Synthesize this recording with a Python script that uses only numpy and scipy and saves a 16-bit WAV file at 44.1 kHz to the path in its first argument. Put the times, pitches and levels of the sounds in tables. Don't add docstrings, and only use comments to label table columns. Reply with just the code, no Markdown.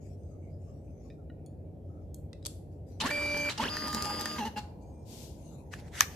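import sys
import numpy as np
from scipy import signal
from scipy.fft import rfft, irfft, next_fast_len
from scipy.io import wavfile
from scipy.ndimage import map_coordinates

SR = 44100
rng = np.random.default_rng(int(sys.argv[2]) if len(sys.argv) > 2 else 0)


def put_to_file(sound):
    columns = np.atleast_2d(sound).T
    safe = np.clip(columns, -1, 1)
    whole_steps = np.round(safe * 32767)
    wavfile.write(sys.argv[1], SR, whole_steps.astype(np.int16))


N = 271567
TIME = np.arange(N) / SR

# (frequency [Hz], level [dB])
VENT_COLOUR = [(15, -54), (30, -47), (40, -28.5), (52, -5.5), (86, 0), (119, -8), (148, -5),
               (205, -12.5), (248, -12), (320, -14.5), (600, -18), (760, -27), (1000, -46), (3000, -64)]
RUSH_COLOUR = [(450, -29), (700, -2), (880, -1), (1020, -8.5), (1200, -29.5), (2000, -40.5)]
SLEEVE_COLOUR = [(400, -15), (900, 2.5), (1150, -12), (1700, -11.5), (2900, -1.5), (4200, 0.5), (6200, -1),
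                 (8500, -3.5), (14000, -5), (16000, -25)]
BRUSH_COLOUR = [(700, -6), (1250, 3.5), (1600, -5), (2300, 0.5), (3400, -4.5), (6300, 6.5), (9000, 0),
                (12500, -5), (16000, -9.5)]
KEY_COLOUR = [(300, -50), (800, -18), (2200, -17.5), (3800, 0), (6000, -0.5), (8000, 2.5), (11000, -4.5),
              (14000, -13), (16000, -15)]
CHATTER_COLOUR = [(300, -32), (1000, 1), (2000, -4.5), (3000, -1), (4200, -2.5), (5500, -5.5), (7500, -7.5),
                  (10000, -18), (15000, -32)]
GEAR_COLOUR = [(120, -3.5), (220, 13.5), (330, 3.5), (480, 6), (700, -3), (900, 4), (1300, -1.5), (1850, 2),
               (2400, -6), (3000, -0.5), (3700, -14), (5000, -12), (8000, -46)]
PAPER_COLOUR = [(1500, -15.5), (3500, -0.5), (4800, 1.5), (6200, 0.5), (7050, -1), (8000, -9.5),
                (9500, -3.5), (10500, -10.5), (14000, -9.5), (16000, -45)]
TICK_COLOUR = [(300, -40), (800, -5), (3000, -11), (5000, 4), (6500, -1.5), (9000, -8), (12000, -7.5),
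               (16000, -15.5)]
DRONE_COLOUR = [(600, -45), (800, -3), (930, 5), (1100, -18), (1400, -24), (3000, -56)]
CASE_RESPONSE = [(150, -23), (200, -4), (236, 6), (275, 4), (340, -7), (520, 6), (700, -1), (880, 1.5),
                 (1050, -1.5), (1300, -1.5), (1600, 0.5), (2000, -1), (2550, -2.5), (2850, 5.5), (3300, 2),
                 (3700, -1), (4300, 1.5), (5200, -4), (6300, -12), (9000, -24)]
PULL_COLOUR = [(200, -41), (600, 0), (1100, 5.5), (1800, 13.5), (2600, 7), (4000, 4.5), (6000, 4),
               (8500, -0.5), (13000, -9), (16000, -14)]
SNAP_COLOUR = [(300, -17), (700, -17.5), (1200, -0.5), (2400, -2), (3800, -5.5), (5000, -3.5), (6100, -1.5),
               (7300, -14.5), (10400, -8.5), (14000, -12), (16000, -5)]
MIC_HISS = [(600, -7), (2300, 12), (3500, 3.5), (6500, -6), (10000, -5.5), (14000, -14), (16000, -30)]
# (frequency [Hz], level [dB])
FAN_TONES = [(93, -60), (145, -63), (303, -66.5)]
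# (time [s], gain [dB])
FAN_CURVE = [(0, 11), (2.3, 7), (3.2, 9), (4.5, -23), (6.16, -15)]
RUSH_CURVE = [(0, -88), (2.9, -75), (4.7, -60.5), (5.3, -66.5), (6.16, -59.5)]
# (frequency [Hz], t60 [s])
ROOM_DECAY = [(200, 0.29), (1000, 0.45), (3000, 0.42), (7000, 0.36), (14000, 0.46)]
# (frequency [Hz], correlation [ratio])
COHERENCE = [(60, 0.95), (200, 0.94), (500, 0.72), (1200, 0.26), (2500, 0.71), (5000, 0.36), (14000, 0.12)]
# (frequency [Hz], left over right [dB])
PORT_BALANCE = [(60, 0.6), (200, 1), (380, -2.5), (700, 1.5), (1300, -1.5), (2400, -1.5), (4400, 1.5),
                (6500, 6), (8500, 3.5), (10500, -11), (15000, -7)]
LABEL_BALANCE = [(1000, 1), (2000, 7), (4000, -2.5), (6500, 1), (9000, -3), (14000, -1)]
# (start [s], end [s], frequency [Hz], level [dB])
IDLE_TONES = [(4.62, 5.03, 2390, -85), (4.795, 5.021, 6540, -89)]
# (start [s], length [s], frequency [Hz], level [dB])
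CREAKS = [(0.303, .06, 1250, -76), (0.418, 0.09, 2200, -76.5), (.66, .06, 1140, -73),
          (0.867, 0.027, 2500, -79), (1.039, .03, 1090, -71), (1.177, .04, 1330, -76),
          (1.885, 0.13, 1290, -73)]
# (start [s], end [s], level [dB])
BRUSHES = [(0, .08, -70.5), (0.082, 1.153, -83.5), (0.594, 0.713, -80.5), (0.99, 1.11, -80.5),
           (1.83, 2.1, -88), (2.7, 2.74, -78.5), (2.861, 3.0, -70.5), (4.796, 5.03, -78),
           (5.354, 5.57, -66), (5.57, 5.68, -78.5)]
# (frequency [Hz], level [dB], t60 [s])
KEY_MODES = [(1430, -2.5, 0.11), (1860, 0, 0.14), (2440, -11, 0.042), (2880, -0.5, 0.096),
             (3900, -3.5, 0.1)]
CASE_MODES = [(1795, 2, 0.022), (1560, -3, 0.012), (1020, -14, 0.019), (2960, -19, 0.021)]
LABEL_MODES = [(1420, 0, 0.0078), (1766, 9.5, 0.013), (2620, 7, 0.0055), (5830, -2.5, 0.0065)]
# (time [s], crack [dB], knock [dB], brightness [dB/octave], ring pitch [ratio])
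KEY_HITS = [(1.101, -64, -46.5, -1.5, 1.3), (1.299, -74, -47.5, -4.5, 1.0), (1.4615, -50, -46, 10, 2.35),
            (2.1445, -37, -46, 8.5, 2.3), (2.331, -43.5, -48, -10.5, 1.4), (2.427, -58, -49, -12, 2.7),
            (2.442, -62, -57, -13, 2.4), (2.452, -32, -35, -5.5, 2.3), (2.46, -27.5, -49, -6, 2.6),
            (2.4645, -25.5, -46, 3, 1.7), (2.4665, -26, -47, -2.5, 1.9)]
# (time [s], crack [dB], knock [dB])
TICKS = [(3.111, -45, -23), (3.375, -27.5, -50), (3.459, -43, -39), (3.769, -28, -23.5),
         (3.822, -40, -30.5), (3.873, -28, -38), (3.882, -28, -39), (3.93, -26, -30.5),
         (3.9472, -17.5, -38), (4.024, -20, -44), (4.046, -29, -43), (4.056, -28, -38), (4.196, -28.5, -52),
         (4.211, -20.5, -36), (4.218, -28, -45), (4.2574, -20, -23.5)]
# (time [s], crack [dB], knock [dB], brightness [dB/octave])
SNAPS = [(5.7345, -43, -42, -7), (5.738, -45, -25, 3), (5.8, -44, -60, -2), (5.882, -51, -58, -9),
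         (6.0076, 2.5, -15, 0), (6.0092, -5, -12, -4), (6.0185, -18, -41, 2)]
# (start [s], length [s], level [dB], ring [Hz])
CHATTER = [(3, 0.0091, -35, 2950), (3.009, 0.011, -34.5, 3980), (3.055, 0.021, -37.5, 1650),
           (3.101, 0.013, -42, 1740), (3.493, 0.02, -37.5, 4050), (3.517, .012, -46.5, 2890),
           (3.575, 0.008, -39, 5270), (3.601, 0.035, -41.5, 2290), (4.384, 0.014, -46.5, 2880),
           (4.459, 0.014, -52, 2750), (4.571, 0.023, -47.5, 4350)]
# (start [s], peak [s], level [dB])
STRAINS = [(3.85, 3.88, -41.5), (3.88, 3.95, -52), (3.98, 4.112, -37.5), (4.17, 4.204, -44.5),
           (4.24, 4.272, -47.5), (4.3, 4.38, -62)]
RUBS = [(5.7, 5.738, -46.5), (5.72, 5.8, -56), (5.74, 5.885, -62), (5.915, 5.955, -59),
        (5.895, 6.004, -38.5), (5.995, 6.022, -32), (6.03, 6.15, -54)]
# (start [s], braking from [s], crawl time [s], cruising rate [steps/s], drive [dB])
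RETRACT = (3.002, 3.495, .029, 2343, 0)
FEED = (3.575, 4.381, .023, 4875, 0.38)
# (start [s], end [s], fastest at [s], top rate [steps/s], drive [dB])
NUDGES = [(4.38, 4.44, 4.39, 970, -1), (4.444, 4.477, 4.466, 900, 0), (4.558, 4.587, 4.58, 848, -1)]
# (multiple of the step rate [ratio], level [dB])
RETRACT_TONES = [(1 / 8, -50), (1 / 4, -40.5), (3 / 8, -56), (1 / 2, -61), (2 / 3, -61), (5 / 6, -60),
                 (1, -34), (5 / 4, -56), (2, -46.5), (9 / 4, -62), (3, -58), (4, -60)]
FEED_TONES = [(1 / 22, -55.5), (1 / 16, -53), (1 / 8, -56.5), (1 / 4, -46), (1 / 3, -59.5), (2 / 3, -63),
              (15 / 16, -56), (1, -46.5), (5 / 4, -71), (31 / 16, -62)]
RAMP_TONES = [(1 / 4, -38), (1 / 2, -50), (3 / 4, -60), (1, -35), (5 / 4, -58), (3 / 2, -55), (2, -48.5),
              (9 / 4, -58), (3.3, -48.5), (4, -56.5), (5, -56), (6, -57), (6.5, -59)]
# (time [s], step tone [dB], coil tone [dB])
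WHINE_CURVE = [(3.5, -0.5, -1), (3.7, 3, -1.5), (3.81, 3, -0.5), (3.87, 0.5, 3), (4.05, 0.5, 3),
               (4.13, 5.5, 2), (4.23, -1.5, 1.5), (4.31, 3, -0.5), (4.37, -7, 1)]

CRAWL_RATE, SHAKE_RATE, PRINT_RATE = 825, 1250, FEED[3]


def amp(db):
    return 10 ** (np.asarray(db) / 20)


def unit(x):
    return x / np.sqrt(np.mean(x ** 2) + 1e-20)


def read(points, hz):
    f, value = np.transpose(points)
    return np.interp(np.log(hz + 1), np.log(f + 1), value)


def level(curve):
    return amp(np.interp(TIME, *np.transpose(curve), left=-140, right=-140))


def add(mix, s, sound):
    part = mix[..., round(s * SR):][..., :sound.shape[-1]]
    part += sound[..., :part.shape[-1]]


def envelope(start, stop, attack_s, release_s):
    return np.clip((TIME - start) / attack_s, 0, 1) * np.exp(-np.maximum(TIME - stop, 0) / release_s)


def swells(rows, release_s):
    return sum(amp(db) * envelope(start, top, top - start, release_s)
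               * np.clip((TIME - start) / (top - start), 0, 1) for start, top, db in rows)


def drift(hz):
    knots = rng.standard_normal(8192)
    return unit(np.interp(TIME * hz, np.arange(len(knots)), knots))


def noise(points, grain_db=0, direct=1):
    size = next_fast_len(N)
    grains = amp(grain_db * np.minimum(rng.exponential(1, size // 16 + 1), 5)).repeat(16)[:size]
    a, b = rfft(rng.standard_normal((2, size)) * grains)
    hz = np.fft.rfftfreq(size, 1 / SR)
    same = np.clip(direct * read(COHERENCE, hz), -1, 1)
    mid, side = a * np.sqrt(1 + same), b * np.sqrt(1 - same)
    return unit(irfft(np.array([mid + side, mid - side]) * amp(read(points, hz)), size)[:, :N])


def mottle(x, patch_db, width_hz, length_s, even_below_hz=640):
    hz, t, z = signal.stft(x, SR, nperseg=512)
    knots = rng.standard_normal((256, 1024))
    grid = np.meshgrid(hz / width_hz, t / length_s, indexing="ij")
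    patches = unit(map_coordinates(knots, grid, order=1, mode="wrap"))
    gain = amp(patch_db * np.minimum(hz / even_below_hz, 1)[:, None] * np.minimum(patches, 2))
    gain /= np.sqrt(np.mean(gain ** 2, axis=1, keepdims=True))
    return signal.istft(z * gain, SR, nperseg=512)[1][:, :N]


def lean(x, balance):
    size = next_fast_len(N + 4096)
    half_db = read(balance, np.fft.rfftfreq(size, 1 / SR)) / 2
    return irfft(rfft(x, size) * amp([half_db, -half_db]), size)[:, :N]


def crack(points, tilt_db):
    hz = abs(np.fft.fftfreq(2048, 1 / SR))
    log_gain = np.log(amp(read(points, hz) + tilt_db * np.log2(np.maximum(hz, 2000) / 2000)))
    pulse = np.fft.ifft(np.exp(np.conj(signal.hilbert(log_gain)))).real
    return pulse / abs(pulse).max()


def hits(rows, points, modes, scatter, scatter_s, build_s=0.00019, spread=0):
    t, out = np.arange(8192) / SR, np.zeros((2, N))
    low_cut = signal.butter(3, 900, "high", fs=SR, output="sos")

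    def blow(crack_db, knock_db, tilt_db=0, pitch=1):
        detuned_t = pitch * (1 + spread * rng.standard_normal(size=(8, 1))) * t
        ring = sum(amp(db + tilt_db * np.log2(hz) - 60 * t / t60)
                   * np.sin(2 * np.pi * hz * detuned_t).mean(0) for hz, db, t60 in modes)
        ring = signal.sosfilt(low_cut, ring)
        ring = ring / abs(ring).max() * (1 - np.exp(-t / build_s))
        paths = scatter * rng.standard_normal((2, len(t))) * np.exp(-t / scatter_s)
        paths[:, 0] = 1
        sharp = signal.fftconvolve(paths, crack(points, tilt_db)[None], axes=1)[:, :len(t)]
        return amp(crack_db) * sharp + amp(knock_db) * ring

    for s, *row in rows:
        add(out, s, blow(*row))
    return out


def ventilation(air_db=-46):
    tones = [np.sqrt(2) * amp(db + 1.3 * drift(10)) * np.sin(2 * np.pi * (hz * TIME + 0.1 * drift(7.1)))
             for hz, db in FAN_TONES]
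    fan = tones[0] * level(FAN_CURVE) + sum(tones[1:])
    return amp(air_db) * noise(VENT_COLOUR) + level(RUSH_CURVE) * noise(RUSH_COLOUR, grain_db=1.5) + fan


def room(x, early=0.24, early_s=0.03):
    taps = rng.choice([-1., 1.], (2, SR // 2)) * (rng.random((2, SR // 2)) < .12)
    taps[:, :60] = 0
    hz, t, z = signal.stft(taps, SR, nperseg=256)
    z = z * amp(-60 * t / read(ROOM_DECAY, hz)[:, None]) * (1 + early * np.exp(-t / early_s))
    tail = signal.istft(z, SR, nperseg=256)[1]
    return signal.fftconvolve(x, tail / np.linalg.norm(tail[0]), axes=1)[:, :N]


def idle(waver_db=5.5):
    return np.sqrt(2) * sum(amp(db + waver_db * drift(25)) * envelope(start, stop, 0.024, 0.049)
                            * np.sin(2 * np.pi * (hz * TIME + 0.15 * drift(90)))
                            for start, stop, hz, db in IDLE_TONES)


def creaks(q=9):
    friction, out = noise(BRUSH_COLOUR, grain_db=3.0, direct=0), np.zeros((2, N))
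    for s, length, hz, db in CREAKS:
        part = slice(round(s * SR), round(s * SR) + SR // 3)
        band = signal.butter(2, [hz - hz / q / 2, hz + hz / q / 2], "band", fs=SR, output="sos")
        ring = unit(signal.sosfilt(band, friction[:, part]))
        add(out, s, amp(db) * ring * envelope(s, s + length, 0.013, .015)[part])
    return out


def handling(left_db=3.0, catch_db=2.0):
    reach = amp(-54) * envelope(5.045, 5.24, 0.084, 0.078)
    swish = reach * noise(SLEEVE_COLOUR, grain_db=0.5, direct=0)
    touch = sum(amp(db) * envelope(start, stop, 0.025, 0.056) for start, stop, db in BRUSHES)
    touch *= amp(catch_db * drift(35))
    friction = noise(BRUSH_COLOUR, grain_db=2.0, direct=0)
    brush = touch * mottle(friction, patch_db=8, width_hz=260, length_s=.07)
    return (swish + brush) * amp([[left_db], [-left_db]])


def keyboard():
    return amp(-1.5) * hits(KEY_HITS, KEY_COLOUR, KEY_MODES, scatter=0.42, scatter_s=0.0019,
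                            build_s=0.0011, spread=0.0178)


def chatter(ring_db=5, ring_q=6.5):
    teeth, out = noise(CHATTER_COLOUR, grain_db=1.0), np.zeros((2, N))
    for s, length, db, ring_hz in CHATTER:
        burst = (teeth * envelope(s, s + length, 0.0035, 0.0049))[:, round(s * SR):][:, :SR // 10]
        ring = signal.lfilter(*signal.iirpeak(ring_hz, ring_q, SR), burst)
        add(out, s, amp(db - 0.5) * (burst + amp(ring_db) * ring))
    return out


def transport(moves, gears_db=-44, shake_db=12, shake_octaves=0.5, paper_db=-50, stir_s=0.0084):
    stir = amp(-27.5) * sum(amp(db) * np.exp(-abs(TIME - s) / stir_s) for s, db, _ in TICKS)
    rattle, slide = stir, amp(-6) * stir
    for rate, drive in moves:
        speed_db = np.log2(rate / PRINT_RATE)
        resonance = np.exp(-(np.log2(rate / SHAKE_RATE) / shake_octaves) ** 2)
        rattle = rattle + drive * amp(gears_db + speed_db + shake_db * resonance)
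        slide = slide + drive * amp(paper_db)
    rattle *= amp(1.5 * drift(28))
    gears = rattle * mottle(noise(GEAR_COLOUR, grain_db=4.0), patch_db=2.8, width_hz=221, length_s=.035)
    hiss = slide * mottle(noise(PAPER_COLOUR, grain_db=1.0), patch_db=4.5, width_hz=348, length_s=.09)
    flicker = amp(0.93 * drift(110))
    return (gears + hiss) * flicker + chatter()


def drone(drone_hz=824, ring_hz=832, ring_t60_s=0.31):
    tone = np.sqrt(2) * np.sin(2 * np.pi * (drone_hz * TIME + 0.078 * drift(44)))
    hum = amp(-2) * tone + amp(-4) * noise(DRONE_COLOUR, grain_db=5.0)
    start, stop = NUDGES[-1][:2]
    ringing = amp(-43) * envelope(start, stop, stop - start, ring_t60_s / np.log(1000))
    return ringing * np.sin(2 * np.pi * ring_hz * TIME) + swells(STRAINS, release_s=0.013) * hum


def boom(x, hz=231.8, width_hz=12.4):
    return amp(0.5) * signal.lfilter(*signal.iirpeak(hz, hz / width_hz, SR), x)


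def nudge(start, stop, fastest, top_rate, db, swell_s=.019):
    rate = CRAWL_RATE + (top_rate - CRAWL_RATE) * np.exp(-((TIME - fastest) / swell_s) ** 2)
    return rate, amp(db) * envelope(start, stop, 0.01, 0.0094)


def run(start, stop, crawl_s, top_rate, db, speed_up=.0101, brake=0.041, ease_s=0.01089):
    rising_s = ease_s * np.logaddexp(0, (TIME - start - crawl_s) / ease_s)
    period = np.maximum(1 / CRAWL_RATE - speed_up * rising_s, 1 / top_rate)
    period = np.minimum(period + brake * np.maximum(TIME - stop, 0), 1 / CRAWL_RATE)
    return 1 / period, amp(db) * envelope(start, stop, 0.032, 0.0094)


def stepper(rate, drive, tones, jitter=0.0118, smear=.04, rough_db=3.0, ramp_db=-1.5, bright_db=1.9):
    cruise = np.clip((rate / rate.max() - .9) * 20, 0, 1) * bool(tones)
    steps = np.cumsum(rate * (1 + jitter * (1 - cruise) * drift(500))) / SR
    on = drive > .001
    rate, cruise, steps = rate[on], cruise[on], steps[on]
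    s, step_db, coil_db = np.transpose(WHINE_CURVE)
    swell = {1: np.interp(TIME[on], s, step_db), 1 / 4: np.interp(TIME[on], s, coil_db)}
    partials = [(k, cruise * amp(db + swell.get(k, 0))) for k, db in tones]
    octaves = np.log2(rate / CRAWL_RATE)
    torque_db = ramp_db - 3.5 * octaves
    for k, db in RAMP_TONES:
        tilt_db = bright_db * np.log2(k) - 0.5 * octaves * (k > 1)
        partials.append((k, (1 - cruise) * amp(db + torque_db + tilt_db + read(CASE_RESPONSE, k * rate))))
    shake_db = 0.83 + rough_db * (1 - cruise)
    at_ports = np.array([steps, steps - rate * .00005])
    out = np.zeros((2, N))
    for k, gain in partials:
        load = amp(1.07 * drift(15)[on] + shake_db * drift(150)[on])
        phase = k * at_ports + rng.random()
        phase += smear * k * (1 - cruise) * drift(700)[on]
        out[:, on] += np.sqrt(2) * gain * load * np.sin(2 * np.pi * phase)
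    return out * drive


def label():
    rustle = mottle(noise(PULL_COLOUR, grain_db=1.0), patch_db=2, width_hz=403, length_s=.03)
    snaps = hits(SNAPS, SNAP_COLOUR, LABEL_MODES, scatter=0.7, scatter_s=0.00034)
    return swells(RUBS, release_s=0.014) * rustle + lean(snaps, LABEL_BALANCE)


def scene():
    back, feed, nudges = run(*RETRACT), run(*FEED), [nudge(*row) for row in NUDGES]
    retract = stepper(*back, RETRACT_TONES)
    forward = stepper(*feed, FEED_TONES)
    for move in nudges:
        forward += stepper(*move, [], jitter=0.00798, smear=0.015,
                           rough_db=1.2, ramp_db=-3.0, bright_db=0.34)
    motor = forward + boom(forward + retract) + drone()
    gentle = [(rate, amp(-1.5) * drive) for rate, drive in nudges]
    works = transport([back, feed] + gentle)
    works += hits(TICKS, TICK_COLOUR, CASE_MODES, scatter=0.27, scatter_s=0.0015)
    keys, tear = keyboard(), label()
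    echoes = room(amp(-26) * retract + amp(-13) * motor + amp(-6.5) * works
                  + amp(-9.5) * keys + amp(-18.5) * tear)
    direct = retract + motor + works + keys + tear
    return direct + echoes + handling() + creaks() + idle() + ventilation()


def record(dry, hiss_db=-86, edge_hz=14600):
    hiss = amp(hiss_db) * mottle(noise(MIC_HISS, direct=0), patch_db=5.0, width_hz=230, length_s=.08)
    heard = np.clip(lean(dry, PORT_BALANCE) + hiss, -.88, .88)
    low_pass = signal.firwin(301, edge_hz, window=("kaiser", 8), fs=SR)
    return signal.oaconvolve(heard, low_pass[None], "same")


dry = scene()
out = record(dry)
put_to_file(out)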